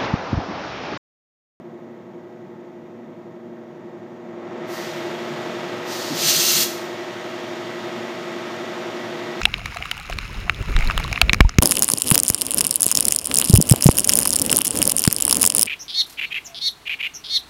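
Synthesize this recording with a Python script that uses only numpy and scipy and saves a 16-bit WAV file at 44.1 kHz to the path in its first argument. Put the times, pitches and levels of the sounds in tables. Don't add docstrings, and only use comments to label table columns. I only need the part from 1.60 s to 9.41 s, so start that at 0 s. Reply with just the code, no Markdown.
import sys
import numpy as np
from scipy import signal
from scipy.fft import rfft, irfft, next_fast_len
from scipy.io import wavfile

SR = 44100
rng = np.random.default_rng(int(sys.argv[2]) if len(sys.argv) > 2 else 0)


def store_pcm(level_fs):
    pcm = np.round(np.clip(level_fs, -1, 1) * 32767).astype(np.int16)
    wavfile.write(sys.argv[1], SR, np.atleast_2d(pcm).T)


N = 344421
TIME = np.arange(N) / SR
SPINDLE_HZ = 22.318

# [f/spindle rate, rms level/dB]
GEAR_TONES = [(5,-58), (7,-59), (13,-56), (14,-50), (15,-49), (16,-37), (17,-45), (18,-55), (21,-55),
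              (22,-51), (23,-56), (26,-52), (27,-49), (28,-44.5), (29,-44.5), (31,-50), (33,-51), (37,-55),
              (39,-53), (42,-53), (48,-53), (49,-57), (50,-53), (56,-50), (58,-53), (60,-54), (61,-58),
              (68,-57), (69,-59), (72,-54), (77,-57), (91,-58), (99,-57), (100,-59), (107,-58), (126,-59),
              (138,-60), (148,-59), (149,-60), (162,-60), (163,-60)]
MESH_TEETH = [16, 28]
# [f/Hz, rms level/dB]
DRIVE_TONES = [(117.3,-57), (188.3,-55), (230.5,-44.7), (251.1,-52), (345.3,-40), (452.2,-55), (484.7,-50),
               (541.6,-55), (879.3,-55), (969.5,-57)]
# [f/Hz, rms level/dB]
HIGH_WHINES = [(1830.7,-51), (1948,-51), (2116.6,-59), (2147.7,-59), (5766.2,-62.5), (8567,-81)]
# [f/Hz, level per Hz/dB]
CASING_SPECTRUM = [(30, -105), (75, -89), (105, -76.5), (150, -65), (260, -65.5), (420, -69.5),
                   (700, -66.5), (1200, -72), (2100, -73), (3600, -78.5), (5500, -84.5), (7000, -91),
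                   (9300, -101), (14000, -101)]
# [f/Hz, width to either side/Hz, level per Hz/dB]
BEARING_RINGS = [(1830, 41, -78.5), (1964, 45, -72.5), (3270, 100, -78.5), (3670, 45, -76),
                 (6640, 140, -84.5), (7280, 250, -91)]
# [f/Hz, gain/dB]
MUFFLE_GAIN = [(110, -6), (220, -1.5), (350, -8), (480, -6), (640, -11), (900, -11), (1400, -17.5),
               (1900, -17.5), (2700, -23), (5000, -25.5), (6700, -21), (9000, -26), (14000, -28)]
# [f/Hz, level per Hz/dB]
SCRAPE_SPECTRUM = [(60, -105), (95, -92), (140, -68.5), (280, -64.5), (500, -61), (750, -65.5), (1200, -71),
                   (4000, -85), (9000, -115)]
# [builds from t/s, falls from t/s, level/dB]
SCRAPE_SWELLS = [(2.1, 4.55, -2), (5.35, 7.8, -5.5)]
# [opens t/s, rise/s, closes t/s, fade/s, level/dB,
# extra treble at opening/dB, extra treble at closing/dB]
AIR_PUFFS = [(3.045, .115, 3.25, .15, -20, 3.5, -3), (4.225, .11, 4.58, .04, -13, -2, -4),
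             (4.52, .175, 5.03, .022, 0, -.5, 5)]
# [f/Hz, level per Hz/dB]
HISS_SPECTRUM = [(300, -92), (1000, -76), (1600, -65.5), (2400, -63), (2800, -60), (4300, -55), (5000, -56),
                 (5800, -57.5), (7100, -59.5), (7800, -64), (10200, -69.5), (12000, -66), (13700, -63.5),
                 (15300, -68.5)]
# [f/Hz, width to either side/Hz, level per Hz/dB]
NOZZLE_RESONANCES = [(1320, 62, -60), (2760, 100, -56), (3310, 82, -55), (3810, 50, -59), (4270, 150, -53),
                     (5466, 41, -50), (6104, 86, -48.5), (6420, 40, -56.5), (7030, 160, -55),
                     (8120, 34, -54), (8410, 38, -56), (9230, 120, -62)]
# [peak t/s, length/s, f/Hz, rms level at peak/dB]
PLATE_THUMPS = [(3.735, 0.032, 150.8, -36), (4.523, 0.017, 285, -24.5), (4.544, .04, 148, -34.5),
                (4.66, 0.037, 156.6, -34), (4.777, .018, 141, -33), (4.958, .03, 152, -34.5)]
# [f/Hz, level per Hz/dB]
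MIC_SPECTRUM = [(30, -112), (5000, -118), (9500, -124), (12000, -120), (15000, -116)]

EASES_S, EASED_SHARE, LIFTS_S, LIFT_S = 1.8, 0.19, 2.667, 0.54
BUILD_S, FALL_S, LOUDER_DB = 1.82, 0.71, 1
SURGE_DB, SURGE_S = 3.5, 0.019
TOP_HZ = 15300


def undb(db):
    return 10 ** (np.asarray(db) / 20)


def noise():
    return rng.standard_normal(N)


def unit(x):
    return x / np.sqrt(np.mean(x ** 2))


def walk(rate):
    knots = rng.standard_normal(4096)
    return unit(np.interp(TIME * rate, np.arange(len(knots)), knots))


def each_turn(count):
    angles = np.arange(count) / count
    return unit(np.interp(TIME * SPINDLE_HZ, angles, rng.standard_normal(count), period=1))


def ramp(start, length, t=TIME):
    return np.clip((t - start) / length, 0, 1)


def above(x, hz, order=3):
    return signal.sosfiltfilt(signal.butter(order, hz, "high", fs=SR, output="sos"), x)


def shape_db(hz, points):
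    points = np.array(points, float)
    return np.interp(np.log(hz + 1e-9), np.log(points[:, 0]), points[:, 1])


def colour(x, points=(), modes=()):
    size = next_fast_len(N + SR // 4)
    hz = np.fft.rfftfreq(size, 1 / SR)
    power = undb(shape_db(hz, points)) ** 2 if len(points) else 0
    for centre, width, db in modes:
        power = power + undb(db) ** 2 / (1 + ((hz - centre) / width) ** 2) ** 2
    gain = np.sqrt(power * SR / 2)
    return irfft(rfft(x, size) * gain, size)[:N]


def tones(lines, phases, waver_db, wobble):
    out = 0
    for (hz, db), start in zip(lines, phases):
        phase = 2 * np.pi * hz * TIME + start + wobble * walk(5)
        level = np.sqrt(2) * undb(db + waver_db * walk(7))
        out = out + level * np.sin(phase)
    return out


def random_phases(count):
    return 2 * np.pi * rng.random(count)


def scrape_strength():
    strength = 0
    for builds, falls, db in SCRAPE_SWELLS:
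        strength = strength + undb(db) * ramp(builds, BUILD_S) * (1 - ramp(falls, FALL_S))
    return strength


def gears():
    orders, db = np.transpose(GEAR_TONES)
    phases = random_phases(int(orders.max()) + 1)
    for teeth in MESH_TEETH:
        phases[teeth - 2:teeth + 3] = phases[teeth]
        phases[teeth - 1] += np.pi
    return tones(zip(orders * SPINDLE_HZ, db), phases[orders.astype(int)], waver_db=1.0, wobble=0.13)


def drive():
    return tones(DRIVE_TONES, random_phases(len(DRIVE_TONES)), waver_db=2.5, wobble=0.12)


def whines():
    return tones(HIGH_WHINES, random_phases(len(HIGH_WHINES)), waver_db=2.0, wobble=0.17)


def clatter(repeat_db=-7, tooth_db=0.74, fault_hz=1500):
    turn = round(SR / SPINDLE_HZ)
    faults = above(np.resize(rng.standard_normal(turn), N), fault_hz)
    contact = unit(undb(tooth_db * each_turn(count=28)))
    rattle = contact * (undb(repeat_db) * faults + noise())
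    return colour(rattle, CASING_SPECTRUM, BEARING_RINGS)


def machine():
    louder = undb(LOUDER_DB * scrape_strength())
    return louder * (gears() + drive() + whines() + clatter())


def muffle(x, lag=0.058):
    hz, s, frames = signal.stft(x, SR, nperseg=1024)
    octaves = np.log2(np.maximum(hz, 250) / 2000)
    t = s - lag * octaves[:, None]
    eased = 1 - EASED_SHARE * ramp(EASES_S, LIFTS_S - EASES_S, t)
    share = eased * (1 - ramp(LIFTS_S, LIFT_S, t))
    gain = undb(shape_db(hz, MUFFLE_GAIN)[:, None] * share)
    return signal.istft(frames * gain, SR)[1][:N]


def microphone_hiss():
    return colour(noise(), MIC_SPECTRUM)


def cutter(chip_db=2.5):
    grip = unit(undb(chip_db * each_turn(count=10)))
    return scrape_strength() * colour(noise() * grip, SCRAPE_SPECTRUM)


def air_jet(split_hz=7500, whistle_db=-1):
    hiss = colour(noise(), HISS_SPECTRUM)
    whistles = undb(whistle_db) * colour(noise(), modes=NOZZLE_RESONANCES)
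    treble = above(hiss, split_hz)
    out = 0
    for opens, rise, closes, fade, db, first_db, last_db in AIR_PUFFS:
        swell = np.sin(np.pi / 2 * ramp(opens, rise)) ** 2
        flow = undb(db) * swell * np.exp(-np.maximum(TIME - closes, 0) / fade)
        surge = undb(SURGE_DB * flow * np.exp(-((TIME - opens - rise) / SURGE_S) ** 2))
        bright = undb(first_db + (last_db - first_db) * ramp(opens, closes - opens))
        out = out + flow * surge * (hiss + (bright - 1) * treble + np.sqrt(flow) * whistles)
    return out


def workshop(x, room_db=-9, t60_low=0.7, t60_high=0.55, damp_hz=7000):
    t, tail = TIME[:SR], rng.standard_normal(SR)
    high = above(tail, damp_hz)
    low = tail - high
    tail = low * np.exp(-np.log(1000) * t / t60_low) + high * np.exp(-np.log(1000) * t / t60_high)
    return x + undb(room_db) * signal.fftconvolve(x, tail / np.linalg.norm(tail))[:N]


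def thumps(spread=0.152, lowest_hz=105):
    out = 0
    for s, length, hz, db in PLATE_THUMPS:
        phase = 2 * np.pi * np.cumsum(hz * (1 + spread * walk(250))) / SR
        swell = np.exp(-((TIME - s) / length) ** 2)
        out = out + np.sqrt(2) * undb(db) * swell * np.sin(phase)
    return above(out, lowest_hz, order=4)


def scene(air_db=-1):
    milling = muffle(machine() + cutter())
    air = undb(air_db) * workshop(air_jet())
    mono = milling + air + thumps() + microphone_hiss()
    return np.array([mono, mono])


def record(dry):
    return signal.sosfilt(signal.ellip(12, .2, 90, TOP_HZ, fs=SR, output="sos"), dry)


dry = scene()
out = record(dry)
store_pcm(out)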